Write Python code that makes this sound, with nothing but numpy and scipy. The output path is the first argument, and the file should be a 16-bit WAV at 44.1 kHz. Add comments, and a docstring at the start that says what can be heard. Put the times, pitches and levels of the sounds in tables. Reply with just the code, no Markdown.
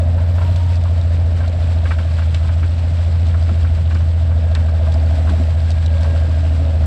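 """A six-cylinder tractor drones just ahead, heard from a microphone on the frame of the plow it pulls.
The exhaust sounds at the firing rate and throbs once an engine cycle; the gears whine faintly under load.
Close by, the coulter disc crunches through the stubble and stalks snap. The linkage and stones clank,
ringing the frame, and clods thud against the steel."""
import sys
import numpy as np
from scipy import signal
from scipy.fft import rfft, irfft
from scipy.io import wavfile

SR = 44100
rng = np.random.default_rng(int(sys.argv[2]) if len(sys.argv) > 2 else 0)


def log_audio(samples):
    """Write samples as a 16-bit WAV file to the path given in sys.argv[1]."""
    # one column per channel
    frames = np.atleast_2d(samples).T
    # limit to full scale, then quantise
    limited = np.clip(frames, -1, 1)
    pcm = np.round(limited * 32767).astype(np.int16)
    wavfile.write(sys.argv[1], SR, pcm)


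N = 302526
TIME = np.arange(N) / SR
BIN_HZ = np.fft.rfftfreq(N, 1 / SR)
CYLINDERS = 6


def amp(db):
    """Decibels to gain."""
    return 10 ** (np.asarray(db) / 20)


def unit(x):
    """Scales to rms 1."""
    return x / np.sqrt(np.mean(x ** 2) + 1e-20)


def curve(rows):
    """Joins (seconds, value) rows into a value at every sample."""
    return np.interp(TIME, *np.transpose(rows))


def colour(x, spectrum):
    """Filters by a spectrum of (Hz, dB) rows."""
    hz, db = np.transpose(spectrum)
    return irfft(rfft(x) * amp(np.interp(np.log(BIN_HZ + 1), np.log(hz), db)), N)


def white():
    """Noise of 0 dB per Hz."""
    return rng.standard_normal(N) * np.sqrt(SR / 2)


def drift(hz):
    """A random wander of rms 1, up to about hz."""
    return unit(irfft(rfft(rng.standard_normal(N)) * np.exp(-(BIN_HZ / hz) ** 2), N))


def resonate(x, hz, width_hz, passes=1):
    """A resonance of gain 1; more passes soften its attack."""
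    for _ in range(passes):
        x = signal.lfilter(*signal.iirpeak(hz, hz / width_hz, SR), x)
    return x


def add(mix, start_s, sound):
    """Mixes a sound in at start_s."""
    part = mix[max(round(start_s * SR), 0):][:len(sound)]
    part += sound[:len(part)]


def burst(decay_s, rise_s, grain):
    """A cluster of tiny impacts: its grit, and an envelope that swells and dies."""
    t = np.arange(SR // 5) / SR
    envelope = (1 - np.exp(-t / rise_s)) * np.exp(-t / decay_s)
    grit = rng.standard_normal(len(t)) * np.exp(grain * rng.standard_normal(len(t)))
    return unit(grit), envelope / envelope.max()


# Engine speed, sagging in heavy soil. Each row: time in seconds, firings per second.
FIRING_RATE = [(0.0, 83.73), (0.5, 87.76), (1.11, 84.35), (1.53, 84.65), (1.91, 82.39), (2.35, 81.68),
               (2.64, 83.85), (3.09, 84.09), (3.9, 81.98), (4.2, 82.84), (4.93, 79.73), (5.33, 80.34),
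               (5.7, 81.54), (6.09, 81.01), (6.86, 79.67)]

def engine_cycles():
    """Counts engine cycles; every cylinder fires once in each."""
    return np.cumsum(curve(FIRING_RATE)) / SR / CYLINDERS


# The exhaust, steady but for three shallow dips. Each row: time in seconds, level in dB.
EXHAUST_LEVEL = [(0, -13.5), (1.3, -13.4), (1.52, -15.5), (1.8, -13), (2.0, -15), (2.56, -13.1),
                 (2.75, -15.5), (3.2, -13), (6.86, -13.4)]

def exhaust(cycle, load_db, throb=0.14, sway_rad=0.29):
    """Unequal cylinders make the firing tone swell and drag once a cycle; load hardens it."""
    swing = np.cos(2 * np.pi * (cycle - 0.2))
    phase = 2 * np.pi * CYLINDERS * cycle
    fundamental = (1 + throb * swing) * np.cos(phase - sway_rad * swing)
    # two overtones sharpen each trough into a soft pulse
    second = amp(-28) * np.cos(2 * phase)
    third = amp(-30 + 0.95 * load_db) * np.cos(3 * phase)
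    level_db = curve(EXHAUST_LEVEL) + 0.2 * drift(4.4)
    return np.sqrt(2) * amp(level_db) * (fundamental - second + third)


# Low engine tones. Each row: multiple of the cycle rate, level in dB at average load.
HUM_TONES = [(3, -42), (4, -45), (8, -44.5), (9, -39.5), (10, -38.5), (11, -47.5), (13, -46.5), (14, -48.5),
             (15, -51), (16, -44.5), (17, -52.5), (19, -55)]

def hum(cycle, load_db):
    """Weak tones around the firing harmonics grow with the load."""
    tones = sum(amp(db + drift(0.56)) * np.cos(2 * np.pi * (round(multiple) * cycle + rng.random()))
                for multiple, db in HUM_TONES)
    return np.sqrt(2) * amp(0.59 * load_db) * tones


# How hard the engine works. Each row: time in seconds, relative knock level in dB.
ENGINE_LOAD = [(0, -32), (.65, -39), (1.3, -35.5), (2.7, -39), (3.3, -37.5), (4.05, -40.5), (4.4, -35),
               (5.1, -32.5), (5.8, -37.5), (6.05, -34.5), (6.45, -36), (6.86, -32.5)]
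# One cycle's knocks. Each row: start as a share of the cycle, strength in dB, pitch in Hz, width in Hz.
CYCLE_KNOCKS = [(.003, 0, 645, 125), (.198, -8.5, 570, 190), (.346, -7, 505, 270), (.433, -8.5, 600, 220),
                (.578, -8.5, 610, 160), (.835, -4.5, 620, 175)]

def knocks(cycle, level_db=-1.9, uneven_db=1.84):
    """The same uneven run of knocks returns every cycle, the first one loudest and longest."""
    out = np.zeros(N)
    for start, db, hz, width_hz in CYCLE_KNOCKS:
        turn = cycle - start
        blows = np.diff(np.floor(turn), prepend=np.floor(turn[0]))
        rattle = unit(np.exp(-2 * CYLINDERS * (turn % 1)) * white())
        drive = unit(blows * amp(uneven_db * rng.standard_normal(N))) + 0.29 * rattle
        out += amp(db) * unit(resonate(drive, hz, width_hz, passes=3))
    return amp(curve(ENGINE_LOAD) + level_db) * unit(out)


# Engine clatter, from behind the tractor. 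Each row: frequency in Hz, dB per Hz at average load.
CLATTER_SPECTRUM = [(150, -96.5), (370, -74), (480, -67.5), (650, -67.5), (830, -69.5), (1050, -80),
                    (1600, -78), (2000, -84), (4000, -98.5), (16000, -150)]

def clatter(cycle, load_db):
    """Mechanical noise beats with the firings and grows with the load."""
    beat = 1 + 0.12 * np.cos(2 * np.pi * CYLINDERS * cycle)
    return colour(white() * beat, CLATTER_SPECTRUM) * amp(0.59 * load_db)


# The chassis and wheels. Each row: frequency in Hz, typical level in dB per Hz.
RUMBLE_SPECTRUM = [(8, -83), (25, -64.5), (42, -64.5), (60, -44), (90, -53.5), (130, -49.5), (190, -65),
                   (270, -63.5), (370, -73), (700, -88.5), (2000, -140)]

def rumble(lumpy_db=2.0):
    """The chassis and wheels rumble unevenly over the field."""
    return colour(white() * amp(lumpy_db * drift(22)), RUMBLE_SPECTRUM)


# Whines from the drive train ahead. 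Each row: loudest moment in seconds, half length in seconds,
# multiple of the cycle rate, top level in dB.
GEAR_WHINES = [(0.15, 0.25, 39.6, -41), (.57, 0.19, 64.6, -41), (4.65, 0.29, 120, -48.5),
               (5.097, 0.12, 20.7, -36), (6.037, 0.18, 41.6, -36), (6.067, 0.44, 120, -47),
               (6.473, 0.22, 20.7, -36), (6.747, 0.21, 41.6, -39.5)]

def gears(cycle, waver_db=3.0, wobble_rad=0.55):
    """Rough gear tones come and go, locked to the engine speed."""
    out = np.zeros(N)
    for centre_s, half_s, multiple, db in GEAR_WHINES:
        swell = np.exp(-((TIME - centre_s) / half_s) ** 4 / 2) * amp(db + waver_db * drift(20))
        out += swell * np.cos(2 * np.pi * multiple * cycle + wobble_rad * drift(35))
    return out


# Soil and straw sliding over steel. Each row: frequency in Hz, relative level in dB.
SOIL_SPECTRUM = [(300, -26), (1000, 3.5), (1600, 2), (2100, 0.5), (3800, -1.5), (5000, -6), (6400, -15),
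                 (8400, -16), (9000, -21.5), (11000, -27.5), (13000, -35), (15500, -50.5)]
# How hard the disc cuts, close to the microphone. Each row: time in seconds, relative level in dB.
CUTTING_LEVEL = [(0, -47), (.28, -46), (.45, -41.5), (1.1, -45.5), (2.05, -42.5), (2.9, -43), (4.05, -44),
                 (4.23, -46), (4.75, -45), (5.25, -41.5), (5.65, -43), (6.05, -42), (6.86, -44.5)]

def coulter(hiss_db=-0.5, crackle_db=-7.5, cracks_per_s=900, clump_db=1.37):
    """The disc slices soil with a hiss and breaks fibres in spurts of tiny cracks."""
    sizes = amp(-0.5 * np.minimum(rng.exponential(1, N), 3)) * rng.choice([-1, 1], N)
    cracks = sizes * (rng.random(N) < cracks_per_s / SR)
    spurts = amp(4 * np.minimum(drift(35), 2))
    hiss = amp(hiss_db) * unit(colour(white(), SOIL_SPECTRUM))
    crackle = amp(crackle_db) * unit(colour(cracks * spurts, SOIL_SPECTRUM))
    return (hiss + crackle) * amp(curve(CUTTING_LEVEL) + clump_db * drift(21))


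def straw(level_db=-9, ticks_per_s=190, low_hz=2300, high_hz=8200, pitches=24):
    """Stems flick and crack at the disc all the time, each ringing briefly at its own pitch."""
    out = np.zeros(N)
    for hz in np.geomspace(low_hz, high_hz, pitches):
        sizes = amp(3.3 * np.minimum(rng.exponential(1, N), 3))
        ticks = sizes * (rng.random(N) < ticks_per_s / pitches / SR)
        out += resonate(ticks, hz * rng.uniform(1.0, 1.03), width_hz=330)
    return amp(curve(CUTTING_LEVEL) + level_db) * unit(colour(out, SOIL_SPECTRUM))


# Swells in the top treble. Each row: loudest moment in seconds, half length in seconds, level in dB.
SIZZLE_SWELLS = [(.4, 0.29, -68), (5.25, 0.31, -72)]

def sizzle(grain_db=3):
    """A faint, very high, grainy hiss swells and fades."""
    swells = sum(amp(db) * np.exp(-((TIME - centre_s) / half_s) ** 2)
                 for centre_s, half_s, db in SIZZLE_SWELLS)
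    grit = white() * amp(grain_db * drift(150))
    return swells * unit(resonate(grit, hz=12500, width_hz=4000, passes=2))


# The plow frame under the microphone. Each row: resonance in Hz, width in Hz, gain in dB.
FRAME_MODES = [(340, 150, 2), (494, 120, 0), (665, 130, 0), (900, 77, 6.5), (1054, 250, 7.5),
               (1356, 130, 7), (1530, 71, 6), (1560, 47, -4), (2270, 97, 4.5), (2660, 62, 3.5)]
# The harder blows. Each row: time in seconds, relative level in dB, centre pitch in Hz.
HARD_CLANKS = [(.18, -29, 890), (.383, -26, 840), (.416, -25, 960), (.853, -28.5, 940),
               (1.406, -28.5, 1210), (1.438, -30.5, 1550), (1.856, -24, 1400), (1.909, -19, 1500),
               (1.987, -26.5, 1550), (2.187, -27, 1410), (2.221, -30, 2000), (2.345, -27, 2950),
               (2.49, -28.5, 1380), (2.631, -27, 1540), (3.343, -27.5, 880), (3.488, -27.5, 1090),
               (3.647, -29, 1250), (3.91, -27.5, 1490), (3.95, -28, 1410), (4.553, -24, 1820),
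               (5.273, -29.5, 1190), (5.292, -27, 1350), (6.045, -27.5, 1270), (6.16, -32, 1390)]

def clanks(level_db=-4, light_per_s=1.5, rise_s=0.00215, scrape=0.24, cutoff_hz=4500):
    """Gritty blows of linkage and stones ring the frame; lighter ones fall at random in between."""
    draws = rng.uniform(-1, 1, (round(light_per_s * N / SR), 3))
    light_clanks = [((when + 1) / 2 * N / SR, -33 + 2 * size, 1100 * 2 ** (0.3 * pitch))
                    for when, size, pitch in draws]
    out = np.zeros(N)
    for time_s, db, hz in HARD_CLANKS + light_clanks:
        grit, envelope = burst(decay_s=0.012, rise_s=rise_s, grain=0.7)
        blow = resonate(grit, hz, 0.75 * hz) * envelope
        ring = sum(amp(gain_db) * resonate(blow, mode_hz, width_hz)
                   for mode_hz, width_hz, gain_db in FRAME_MODES)
        add(out, time_s - rise_s, amp(db + level_db) * np.std(envelope) * unit(ring + scrape * blow))
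    return signal.sosfilt(signal.butter(2, cutoff_hz, fs=SR, output="sos"), out)


# Thicker stalks breaking close by. Each row: start in seconds, relative level in dB.
STALK_SNAPS = [(0.5602, -30), (.7557, -34.5), (.8375, -36), (1.0123, -37), (1.477, -34), (2.3443, -27),
               (3.2677, -38), (3.425, -38.5), (3.9459, -35), (4.55, -23.5), (4.92, -32.5), (4.939, -33),
               (5.295, -32.5), (5.7032, -29.5), (5.714, -32.5), (5.861, -28), (6.008, -34.5), (6.031, -33)]

def snaps(level_db=-3, crack_hz=3950, stem_db=-3, cutoff_hz=8800):
    """Dry stalks break with short bright cracks; each hollow stem rings at its own pitch."""
    out = np.zeros(N)
    for start_s, db in STALK_SNAPS:
        grit, envelope = burst(decay_s=0.0055, rise_s=0.00032, grain=1.0)
        crack = unit(resonate(grit, crack_hz, 0.55 * crack_hz) * envelope)
        stem = unit(resonate(crack, crack_hz * rng.uniform(0.82, 1.25), width_hz=350))
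        add(out, start_s, amp(db + level_db) * np.std(envelope) * unit(crack + amp(stem_db) * stem))
    return signal.sosfilt(signal.butter(4, cutoff_hz, fs=SR, output="sos"), out)


# Clods tumbling onto the plow. Each row: loudest moment in seconds, level in dB.
CLOD_THUDS = [(1.892, -39), (2.643, -34), (3.51, -29), (3.94, -32.5), (5.316, -26), (5.4, -28),
              (6.119, -32.5)]

def clods(half_s=0.032):
    """Soft lumps of earth thud without ringing."""
    envelope = sum(amp(db) * np.exp(-((TIME - centre_s) / half_s) ** 2) for centre_s, db in CLOD_THUDS)
    return envelope * unit(resonate(white(), hz=222, width_hz=140, passes=2))


def scene():
    """Out in the stubble field, in mono: the tractor ahead, the plow close by."""
    cycle = engine_cycles()
    load_db = curve(ENGINE_LOAD) - curve(ENGINE_LOAD).mean()
    tractor = exhaust(cycle, load_db) + hum(cycle, load_db) + knocks(cycle)
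    tractor += gears(cycle) + clatter(cycle, load_db) + rumble()
    plow = coulter() + straw() + clanks() + snaps() + clods()
    return (tractor + plow + sizzle())[None]


# Treble resonances of the microphone port. Each row: centre in Hz, width in Hz, boost in dB.
PORT_RESONANCES = [(7750, 1000, 7), (9620, 450, 4), (10950, 700, 6)]

def record(dry):
    """The microphone on the plow frame: its port colours the treble, and the band ends at 15.7 kHz."""
    port_db = sum(db * np.exp(-(2 * (BIN_HZ - hz) / width_hz) ** 2)
                  for hz, width_hz, db in PORT_RESONANCES)
    heard = irfft(rfft(dry) * amp(port_db), N)
    lowpass = signal.firwin(511, 15700, window=("kaiser", 9), fs=SR)
    return signal.oaconvolve(heard, lowpass[None], "same")


dry = scene()
out = record(dry)
log_audio(out)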